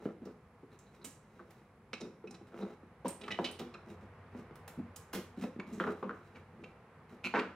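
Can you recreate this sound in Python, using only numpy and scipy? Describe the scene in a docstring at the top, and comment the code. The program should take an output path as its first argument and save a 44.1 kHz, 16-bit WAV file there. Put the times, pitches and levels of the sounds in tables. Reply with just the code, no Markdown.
"""Wood groans as it is rubbed and an old timber frame knocks on a workbench, from the start and throughout.
In between, a screwdriver clicks and slips, paint and fibres snap and blocks clack; late on, the blade judders.
Each contact is a short burst of noise that rings wood or steel; rubbing is a stream of tiny slips.
A small workshop answers with echoes, over room noise and a low hum made of narrow bands of noise."""
import sys
import numpy as np
from scipy import signal
from scipy.fft import rfft, irfft, next_fast_len
from scipy.io import wavfile
from scipy.ndimage import map_coordinates

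SR = 44100
rng = np.random.default_rng(int(sys.argv[2]) if len(sys.argv) > 2 else 0)


def transcribe(u):
    """Save the signal u as a 16-bit wav file named by the first command-line argument.

    u: samples, shape (n,) or (channels, n), limited to [-1, 1]; the rate is SR.
    q: integer samples, one column per channel.
    """
    v = np.clip(np.atleast_2d(u).T, -1, 1)
    q = np.round(v * 32767).astype(np.int16)
    wavfile.write(sys.argv[1], SR, q)


N = 332955

# In the event tables, level/dB is that of the first 30 ms, and drag/s is how long the surfaces rub.
# slow swells of the background: t/s, hum level before its trim/dB, distant rush level/dB
BACKGROUND_SWELL = [(0, -68.5, -67), (1.8, -81, -67.5), (2.9, -68, -65), (3.9, -60, -60.5),
                    (4.7, -59.5, -59.5), (5.3, -63.5, -62), (6.5, -65.5, -63), (7.55, -67, -62)]
# bands of the hum: f/Hz, relative level/dB
HUM_BANDS = [(64, -11), (94, 2), (157, -4)]
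# tone colour of the room noise: f/Hz, relative level/dB
AIR_COLOUR = [(12, -66), (20, -35), (55, -3.5), (127, 2.5), (241, -1.5), (293, -10.5), (499, -5),
              (574, -13), (738, -11), (1190, -12.5), (1440, -16), (2200, -20), (3250, -30), (6910, -34.5),
              (11500, -32.5), (13000, -46), (16000, -38)]
# how alike the room noise is on left and right: f/Hz, likeness (1 = the same)
AIR_ALIKE = [(150, .999), (400, 0.99), (1200, 0.92), (2800, 0.5), (6000, 0.071)]
# how alike the echo is on left and right: f/Hz, likeness (1 = the same)
ECHO_ALIKE = [(120, 0.99), (300, 1), (1200, 0.82), (2800, 0.65), (5000, 0.37), (12000, 0.33)]
# how fast the echo dies, before the early echoes are raised: f/Hz, time to fall by 60 dB/s
ECHO_DECAY = [(150, 0.29), (400, 0.35), (1000, 0.37), (3000, 0.39), (8000, 0.39), (15000, 0.25)]
# balance of the two sides: f/Hz, left minus right/dB
SIDE_BALANCE = [(1300, -0.05), (2800, -3.5), (5500, -6), (12000, -5.5)]
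# resonances of frame and bench: f/Hz, width/Hz, relative level/dB
TIMBER_MODES = [(197, 31, 10), (241.4, 19.5, 5.5), (299, 62, -14.5), (344.6, 51, 1.5), (417.6, 20, 3),
                (478, 60, -1), (656, 290, -11), (802, 55, -7.5), (980, 86, -11), (1170, 280, -10),
                (1335, 160, -6), (1530, 80, -16), (2210, 780, -7.5)]
# a firmly held piece is bumped: t/s, level/dB, note f/Hz, drag/s
THUMPS = [(0.059, -37.5, 236, 0.0064), (0.219, -48.5, 241, 0.0053), (0.631, -53.5, 332, 0.01),
          (1.934, -54, 520, 0.0025), (2.012, -50.5, 480, .014), (3.39, -36.5, 393, 0.0029),
          (4.379, -50, 215, .025), (4.775, -46.5, 189, 0.0047), (4.788, -39, 204, 0.015),
          (5.374, -43, 223, 0.015), (5.421, -42, 225, 0.0093), (5.438, -38.5, 247, 0.0034),
          (5.563, -47, 196, 0.0033), (5.589, -42, 228, 0.018)]
# the frame drops or rocks on the bench: t/s, level/dB, contact hardness f/Hz, drag/s
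KNOCKS = [(0.056, -39.5, 403, 0.003), (0.257, -50, 300, 0.025), (1.062, -57, 244, 0.025),
          (1.397, -55.5, 630, 0.024), (2.009, -47.5, 450, 0.026), (2.057, -48, 336, 0.019),
          (2.241, -46.5, 405, 0.0095), (2.413, -53.5, 420, 0.0042), (2.594, -46, 540, 0.026),
          (2.629, -41.5, 440, 0.0089), (2.832, -57.5, 400, 0.0074), (3.047, -46, 596, 0.011),
          (3.389, -36.5, 710, 0.01), (3.599, -42.5, 700, 0.02), (4.349, -48.5, 490, 0.0045),
          (4.51, -54, 530, 0.0028), (5.138, -41, 407, 0.026), (5.163, -42.5, 416, 0.017),
          (5.438, -41.5, 520, 0.0068), (5.872, -36, 610, 0.014), (6.027, -40, 540, 0.022),
          (7.341, -34.5, 1420, 0.027), (7.363, -34.5, 1300, 0.029), (7.393, -40.5, 736, 0.029)]
# strokes of sliding or levering, levels at the peak of pressure before the echo is added:
# start t/s, length/s, groan level/dB, contact hardness f/Hz, paint grit level/dB
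RUBS = [(0, 0.13, -47.5, 583, -64), (0.228, 0.095, -48, 480, -74.5), (0.706, 0.057, -59, 318, -60),
        (0.79, 0.39, -66.5, 475, -74), (1.137, 0.53, -64.5, 617, -73), (2.022, 0.056, -47.5, 430, -65),
        (2.264, 0.097, -51, 254, -71), (2.471, 0.27, -47.5, 750, -65), (3.191, 0.37, -51, 730, -65),
        (3.856, 0.094, -50, 381, -65.5), (4.009, 0.047, -52.5, 400, -66), (4.318, 0.11, -52, 400, -67),
        (5.366, 0.12, -60, 500, -55), (5.668, 0.13, -41.5, 226, -61), (5.796, 0.14, -41, 446, -60),
        (5.92, 0.52, -61.5, 510, -70), (6.499, 0.21, -56, 260, -75), (7.094, 0.081, -53, 417, -68)]
# tone colour of crumbling paint: f/Hz, relative level/dB
FLAKE_COLOUR = [(800, 21.5), (2500, 18), (4000, -3), (5500, 7.5), (8000, 4), (12000, 0), (16000, 1)]
# block against block: t/s, level/dB, pitch f/Hz, drag/s, bench thud compared with the clack/dB
CLACKS = [(1.394, -56.5, 1300, 0.011, -5), (3.048, -41, 547, 0.012, -2.5),
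          (3.056, -41.5, 920, 0.0034, -0.5), (3.389, -39, 850, 0.0044, -4), (3.745, -54.5, 1310, 0.013, -2),
          (4.68, -60, 790, 0.0046, -2), (5.598, -54.5, 1120, .002, 2), (5.8, -37, 1390, 0.0027, 0.5),
          (5.84, -40.5, 1380, .0014, -5), (5.868, -43, 1240, 0.013, 1), (5.89, -50.5, 1350, 0.0017, 0),
          (6.029, -44.5, 1090, 0.00086, 0), (6.094, -43.5, 1350, 0.0021, -2.5),
          (6.11, -49.5, 1300, 0.0042, -5.5), (7.339, -36, 886, 0.0078, -2),
          (7.34, -37.5, 1570, 0.033, -1.5), (7.378, -41, 1120, 0.0091, -10)]
# paint and fibres break: t/s, level/dB, splinter f/Hz, its width/Hz, splinter ring/dB, tearing time/s
SNAPS = [(0.254, -69.5, 4930, 2000, 17, 0.0044), (0.789, -68.5, 7000, 900, 29, 0.0052),
         (1.0444, -49.5, 7800, 2210, 18, 0.012), (1.506, -64.5, 4500, 600, -27, 0.0055),
         (3.049, -56, 2930, 3000, 21, 0.03), (3.081, -46.5, 8550, 500, 26, 0.0072),
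         (3.513, -60, 8950, 1130, 32, 0.003), (3.593, -57.5, 7100, 900, -14, 0.0044),
         (4.556, -63, 9900, 1300, -3, .0034), (4.678, -54, 10800, 4000, -4, 0.0044),
         (4.961, -54, 8100, 4320, 20, 0.0047), (5.131, -45, 5500, 700, -28, 0.0082),
         (5.141, -45.5, 2800, 1500, -12, 0.019), (5.723, -65, 6940, 1600, 23, 0.029),
         (5.802, -55, 3150, 426, 39, 0.0073)]
# tone colour of a crack: f/Hz, relative level/dB
CRACK_COLOUR = [(300, 4), (1000, 12.5), (2500, 7), (4000, 2), (9000, -2.5), (15000, 0)]
# Resonances of the screwdriver shaft, in five ways of holding it; each contact retunes them.
# only the tip touches: f/Hz, width/Hz, relative level/dB
FREE = [(2530, 170, 12), (3920, 160, 11), (5200, 400, 6), (5650, 200, 6), (7300, 300, 3), (8950, 400, 3)]
# wedged in the joint: f/Hz, width/Hz, relative level/dB
WEDGED = [(1980, 70, 17), (2280, 60, 11), (2560, 110, 11), (2940, 35, 18), (3040, 45, 14), (3480, 70, 8),
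          (3780, 50, 12), (3910, 40, 16), (4850, 50, 12), (5600, 60, 9)]
# laid against a board: f/Hz, width/Hz, relative level/dB
LAID = [(2310, 110, 15), (2670, 130, 8), (3830, 100, 2), (4380, 200, 3), (6780, 250, 8)]
# pressed flat in the opened joint: f/Hz, width/Hz, relative level/dB
PRESSED = [(2590, 130, 15), (3730, 120, 10), (5280, 140, 11)]
# edge dragged lightly: f/Hz, width/Hz, relative level/dB
SQUEAK = [(2000, 120, 6), (3980, 160, 12)]
# screwdriver contacts: t/s, level/dB, brightest f/Hz, shaft resonances,
# where the first listed resonance is tuned f/Hz, ring/dB, drag/s
TIP_CONTACTS = [(0.715, -78.5, 3400, SQUEAK, 1980, 18, 0.025), (0.86, -77.5, 3880, SQUEAK, 1990, 20, 0.023),
                (1.014, -71, 4000, SQUEAK, 2000, 20, 0.017), (1.045, -59, 2620, WEDGED, 1960, -4, 0.005),
                (1.932, -46.5, 1860, FREE, 2500, 0, 0.0026), (1.936, -48, 2470, FREE, 2560, 4, 0.0088),
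                (2.004, -63, 5500, FREE, 2490, 5, 0.0095), (2.01, -57, 4480, FREE, 2470, -6, 0.0086),
                (2.273, -59, 2520, FREE, 2570, 20, 0.0083), (2.309, -62.5, 6700, FREE, 2600, -1, 0.0079),
                (2.343, -63.5, 3300, FREE, 2540, -1, 0.013), (2.612, -64, 3900, SQUEAK, 1950, 10, 0.021),
                (3.213, -57, 3200, WEDGED, 1930, -8, 0.01), (3.236, -55, 2800, WEDGED, 2000, -7, 0.0086),
                (3.28, -46, 1330, WEDGED, 2040, -15, 0.0078), (3.306, -45, 2070, WEDGED, 1974, -2, 0.0074),
                (3.312, -42.5, 2760, WEDGED, 1984, -4, 0.014),
                (3.342, -54.5, 2580, WEDGED, 1960, -3, 0.011), (3.444, -41, 3150, WEDGED, 1938, -6, 0.0084),
                (3.45, -44, 2840, WEDGED, 1997, -8, 0.021), (3.59, -53, 3050, WEDGED, 1940, -14, 0.02),
                (3.74, -57, 2900, FREE, 2560, 5, 0.012), (5.439, -59.5, 3150, PRESSED, 2530, 24, 0.0038),
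                (5.598, -49, 1490, LAID, 2290, -1, 0.0052), (6.349, -59, 1630, LAID, 2310, -7, 0.026),
                (6.638, -56, 2660, LAID, 2310, -1, 0.0098), (7.356, -46, 2060, LAID, 2280, 16, 0.0075),
                (7.391, -44, 2530, LAID, 2370, -5, 0.011)]

HUM_WIDTH_HZ, HUM_TRIM_DB = 16, -2.5
RUMBLE_DB, HISS_DB = -64.0, -86.0
# the pressure peaks at this share of a stroke and is lower at both ends; faint grit never stops
RUB_PEAK, GROAN_SWELL_DB, GRIT_SWELL_DB, RESTING_GRIT_DB = 0.53, 9.5, 8, -99.5
BLADE_RING_DB = 19  # crumbling paint rings the blade
# each clack passes into the bench a moment later, as a duller thud
THUD_DELAY_S, THUD_HARD_HZ, THUD_DRAG_S = 0.00536, 423, 0.012
# judder: the slips grow stronger and come ever more slowly
JUDDER_START_S, JUDDER_S, JUDDER_RISE_S, JUDDER_DB = 7.237, 0.037, 0.0039, -37
FIRST_SLIPS_PER_S, LAST_SLIPS_PER_S = 215, 133
RASP_DB, BOARD_DB = -12.5, -5  # compared with the chirps
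# the blade jolts the wood: level under a contact of JOLT_REF_DB, dB gained per dB of contact, hardness
JOLT_REF_DB, JOLT_DB, JOLT_GROWS, JOLT_HARD_HZ = -55, -55, 0.43, 890
# the grip shifts from contact to contact: typical change of pitch (share of it) and of level
GRIP_DETUNE, GRIP_DB = 0.004, 1.5
LEFT_LEAD_S = 2.3e-5  # the work arrives this much earlier on the left
TOP_HZ = 15850


def amp(db):
    """Turn decibels into a gain."""
    return 10 ** (np.asarray(db) / 20)


def unit(x):
    """Scale a sound to an average (rms) level of 1."""
    return x / np.sqrt(np.mean(x ** 2) + 1e-20)


def along(points, hz):
    """Read a value between (f, value) points, with frequency on a log scale."""
    f, v = np.transpose(points)
    return np.interp(np.log(hz + 1), np.log(f + 1), v)


def curves(rows):
    """Draw one curve over the whole scene for each column after the time."""
    s, *cols = np.transpose(rows)
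    return [np.interp(np.arange(N) / SR, s, c) for c in cols]


def wobble(rate):
    """Make a smooth random curve with rate random points a second."""
    knots = rng.standard_normal(int(N * rate / SR) + 4)
    return map_coordinates(knots, [np.arange(N) * rate / SR])


def filtered(x, response):
    """Shape a sound by a response that depends on frequency."""
    n = x.shape[-1]
    m = next_fast_len(n + SR // 4)  # spare room for the ringing
    return irfft(rfft(x, m) * response(np.fft.rfftfreq(m, 1 / SR)), m)[..., :n]


def resonance(f, hz, width):
    """One damped resonance, with gain 1 at its centre."""
    return 1j * f * width / (hz * hz - f * f + 1j * f * width)


def add(track, s, sound):
    """Mix a sound into a track at time s."""
    part = track[:, max(round(s * SR), 0):][:, :sound.shape[-1]]
    part += sound[:, :part.shape[-1]]


def diffuse(n, alike):
    """White noise from all sides: a shared part and an opposed part set how alike left and right are."""
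    turn = lambda f: np.arccos(np.clip(along(alike, f), -1, 1)) / 2
    shares = lambda f: np.array([np.cos(turn(f)), np.sin(turn(f))])
    mid, side = filtered(rng.standard_normal((2, n)), shares)
    return np.array([mid + side, mid - side])


def echo(rise_s, early=1.0, early_s=0.0099):
    """The workshop's answer: fading noise that builds up over rise_s, strong early from bench and wall."""
    hz, t, z = signal.stft(diffuse(SR // 2, ECHO_ALIKE), SR, nperseg=256)
    fading = amp(-60 * t / along(ECHO_DECAY, hz)[:, None])
    tail = signal.istft(z * fading, SR, nperseg=256)[1]
    t = np.arange(tail.shape[1]) / SR
    build_up = 1 - np.exp(-(t / rise_s) ** 2)
    tail = tail * build_up * (1 + early * np.exp(-t / early_s))
    return tail / np.linalg.norm(tail[0])  # energy 1 on the left


def in_room(x, wet_db):
    """Add the room's echo to a running sound."""
    answer = signal.fftconvolve(x[None], echo(rise_s=0.0008), axes=1)[:, :len(x)]
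    return x + amp(wet_db) * answer


def strike(body, db, drag, wet_db, bite, rough_db=5, carry=3.1):
    """A first contact, then friction for about drag seconds, makes a body and the room ring."""
    room = echo(rise_s=0.36 * drag)  # a longer contact fills the room more slowly
    t = np.arange(room.shape[1]) / SR
    noise, catch = rng.standard_normal((2, len(t)))
    catch = np.interp(t, np.arange(len(t)) / 1000, catch)  # a new random value every millisecond
    pressure = (1 - np.exp(-6 * t / drag)) * np.exp(-(t / drag) ** 4)
    roughness = amp(rough_db * np.clip(catch, -1.5, 1.5))  # the surfaces catch and let go
    force = noise * roughness * pressure
    force = force / np.linalg.norm(force)
    force[0] += bite / (1 + drag / 0.0064)  # taps start sharply, long skids ease in
    force = force / np.linalg.norm(force)
    # the echo keeps part of the contact's colour
    coloured = signal.fftconvolve(force[None], room, axes=1)[:, :len(t)]
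    room = room + carry * coloured
    sound = filtered(force + amp(wet_db) * room / np.linalg.norm(room[0]), body)
    first_30_ms = sound.mean(0)[:int(0.03 * SR)]
    return amp(db) * sound / np.std(first_30_ms)


def grains(rate, scatter_db):
    """Random slips of uneven size, on average rate a second."""
    chance, size, sign = rng.random(N), rng.standard_normal(N), rng.choice([-1, 1], N)
    return (chance < rate / SR) * sign * amp(scatter_db * np.clip(size, -2, 2))


def background():
    """Noise split by pitch: steady rumble and hiss, and a distant rush that swells and fades with a hum."""
    hum_db, rush_db = curves(BACKGROUND_SWELL)
    hum = np.zeros(N)
    for hz, db in HUM_BANDS:
        band = filtered(rng.standard_normal(N), lambda f: resonance(f, hz, HUM_WIDTH_HZ) ** 2)
        hum += amp(db) * unit(band)
    air = filtered(diffuse(N, AIR_ALIKE), lambda f: amp(along(AIR_COLOUR, f)))
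    rumble = filtered(air, lambda f: 1 / (1 + (f / 400) ** 4))
    hiss = filtered(air, lambda f: 1 / (1 + (3500 / (f + 1)) ** 4))
    rush = amp(rush_db) * unit(air - rumble - hiss)
    steady = amp(RUMBLE_DB) * unit(rumble) + amp(HISS_DB) * unit(hiss)
    return amp(hum_db + HUM_TRIM_DB) * hum + rush + steady


def thumps():
    """A piece held firmly in the hand is bumped: one low note that dies at once."""
    out = np.zeros((2, N))
    for s, db, hz, drag in THUMPS:
        note = lambda f: resonance(f, hz, 0.46 * hz) ** 2
        add(out, s, strike(note, db, drag, wet_db=-5.5, bite=1.2))
    return out


def timber(f, hard_hz, broad_db=-11, steep=1.91, cut_hz=220):
    """The frame's resonances over a broad bed of dense ones; a soft contact reaches only the low ones."""
    modes = sum(amp(db) * resonance(f, hz, width) for hz, width, db in TIMBER_MODES)
    bed = amp(broad_db) * resonance(f, 1900, 5700)
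    contact = (1 + 1j * f / hard_hz * 1.16 - (f / hard_hz) ** 2) ** (-steep / 2)
    radiated = (resonance(f, cut_hz, cut_hz) * 1j * f / cut_hz) ** 2  # small pieces radiate little bass
    return (modes + bed) * contact * radiated / (1 + 1j * f / 6000)


def knocks():
    """The frame rocks and drops on the bench, ringing the timber."""
    out = np.zeros((2, N))
    for s, db, hard_hz, drag in KNOCKS:
        add(out, s, strike(lambda f: timber(f, hard_hz), db, drag, wet_db=-1.0, bite=2.27))
    return out


def stroke(size, swell_db):
    """Gain along one stroke: pressure builds to a peak and eases off."""
    share = np.linspace(0, 1, size)
    return amp(np.interp(share, [0, RUB_PEAK, 1], [-swell_db, 0, -swell_db]))


def scraping():
    """Rubbed wood groans in uneven slips, and paint crumbles in clumps under blade and hands."""
    slips = grains(rate=250, scatter_db=4.5)
    blade = lambda f: 1 + amp(BLADE_RING_DB) * resonance(f, 3910, 200)
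    flakes = lambda f: amp(along(FLAKE_COLOUR, f)) * blade(f)
    clumps = grains(rate=1200, scatter_db=3.5) * amp(4.5 * wobble(24))
    grit = unit(filtered(clumps, flakes))
    out = amp(RESTING_GRIT_DB) * grit
    t = np.arange(N) / SR
    for s, length, groan_db, hard_hz, grit_db in RUBS:
        on = (t >= s) & (t < s + length)
        groan = unit(filtered(slips[on], lambda f: timber(f, hard_hz)))
        out[on] += amp(groan_db) * stroke(len(groan), GROAN_SWELL_DB) * groan
        out[on] += amp(grit_db) * stroke(len(groan), GRIT_SWELL_DB) * grit[on]
    return in_room(out, wet_db=-3.0)


def clacks():
    """Small blocks meet with one short, hollow note, and the bench thuds under them."""
    out = np.zeros((2, N))
    bench = lambda f: timber(f, THUD_HARD_HZ)
    for s, db, hz, drag, thud_db in CLACKS:
        note = lambda f: resonance(f, hz * 0.93, hz * 0.28) * resonance(f, hz * 1.028, hz * 0.42)
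        block = lambda f: note(f) / (1 + 1j * f / 2500)  # wood is too soft for a bright click
        add(out, s, strike(block, db, drag, wet_db=-1.5, bite=2.8))
        thud = strike(bench, db + thud_db, THUD_DRAG_S, wet_db=-2.0, bite=2.05)
        add(out, s + THUD_DELAY_S, thud)
    return out


def snaps():
    """Paint or fibres break: a rough burst of cracking noise rings the splinter it frees."""
    out = np.zeros((2, N))
    for s, db, hz, width, ring_db, drag in SNAPS:
        ringing = lambda f: 1 + amp(ring_db) * resonance(f, hz, width)
        splinter = lambda f: amp(along(CRACK_COLOUR, f)) * ringing(f)
        add(out, s, strike(splinter, db, drag, wet_db=2.5, bite=0.52, carry=0.78))
    return out


def judder():
    """The blade sticks and slips along a board's edge: steel chirps, with a rasp that shakes the board."""
    t = np.arange(N) / SR - JUDDER_START_S
    on = (t > 0) & (t < JUDDER_S)
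    rate = np.interp(t, [0, JUDDER_S], [FIRST_SLIPS_PER_S, LAST_SLIPS_PER_S]) * on
    force = 1 - 0.93 * np.exp(-np.abs(t) / JUDDER_RISE_S)
    # one slip each time the running count passes a whole number
    slips = np.diff(np.ceil(np.cumsum(rate) / SR), prepend=0) * force
    fade = np.exp(-np.arange(400) / (0.002 * SR))
    rasp = rng.standard_normal(N) * signal.fftconvolve(slips, fade)[:N]
    steel_tone = lambda f: resonance(f, 2340, 290) * resonance(f, 2660, 430)
    edge_tone = lambda f: resonance(f, 4220, 610) ** 2 + 0.29 * resonance(f, 5040, 1800)
    chirps = unit(filtered(slips, steel_tone))
    edge = unit(filtered(rasp, edge_tone))
    board = unit(filtered(rasp, lambda f: timber(f, hard_hz=1480)))
    sound = in_room(chirps + amp(RASP_DB) * edge + amp(BOARD_DB) * board, wet_db=-2.5)
    return amp(JUDDER_DB) * sound / np.std(sound.mean(0)[on])


def steel(f, bright_hz, modes, ring_db, spread=0.91):
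    """The click of the tip, centred on bright_hz, with the shaft's resonances added to it."""
    shaft = sum(amp(db) * resonance(f, hz, width) for hz, width, db in modes)
    click = resonance(f, bright_hz, spread * bright_hz) ** 2 / (1 + 1j * f / 8000)
    return (1 + amp(ring_db) * shaft) * click


def gripped(modes, lowest_hz):
    """Retune the shaft for where the blade is held, with each resonance a little off by chance."""
    chance = rng.standard_normal((len(modes), 2))
    retune = lowest_hz / modes[0][0]
    return [(hz * retune * (1 + GRIP_DETUNE * a), width, db + GRIP_DB * b)
            for (hz, width, db), (a, b) in zip(modes, chance)]


def screwdriver_tip():
    """The blade taps and skids in the joint, ringing its shaft; each contact jolts the timber too."""
    out = np.zeros((2, N))
    wood = lambda f: timber(f, JOLT_HARD_HZ)
    for s, db, hz, modes, lowest_hz, ring_db, drag in TIP_CONTACTS:
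        shaft = gripped(modes, lowest_hz)
        blade = lambda f: steel(f, hz, shaft, ring_db)
        add(out, s, strike(blade, db, drag, wet_db=-4.5, bite=0.8))
        jolt_db = JOLT_DB + JOLT_GROWS * (db - JOLT_REF_DB)
        add(out, s, strike(wood, jolt_db, drag, wet_db=-1.0, bite=2.1))
    return out


def scene():
    """The work, a touch earlier on the left, over the background; all treble is stronger on the right."""
    work = thumps() + knocks() + scraping() + clacks() + snaps() + judder() + screwdriver_tip()
    sides = np.array([[0.5], [-0.5]])  # left, right
    work = filtered(work, lambda f: np.exp(2j * np.pi * f * LEFT_LEAD_S * sides))
    return filtered(work + background(), lambda f: amp(sides * along(SIDE_BALANCE, f)))


def record(dry):
    """Cut the sound off very steeply above TOP_HZ."""
    return filtered(dry, lambda f: 1 / (1 + (f / TOP_HZ) ** 120))


dry = scene()
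out = record(dry)
transcribe(out)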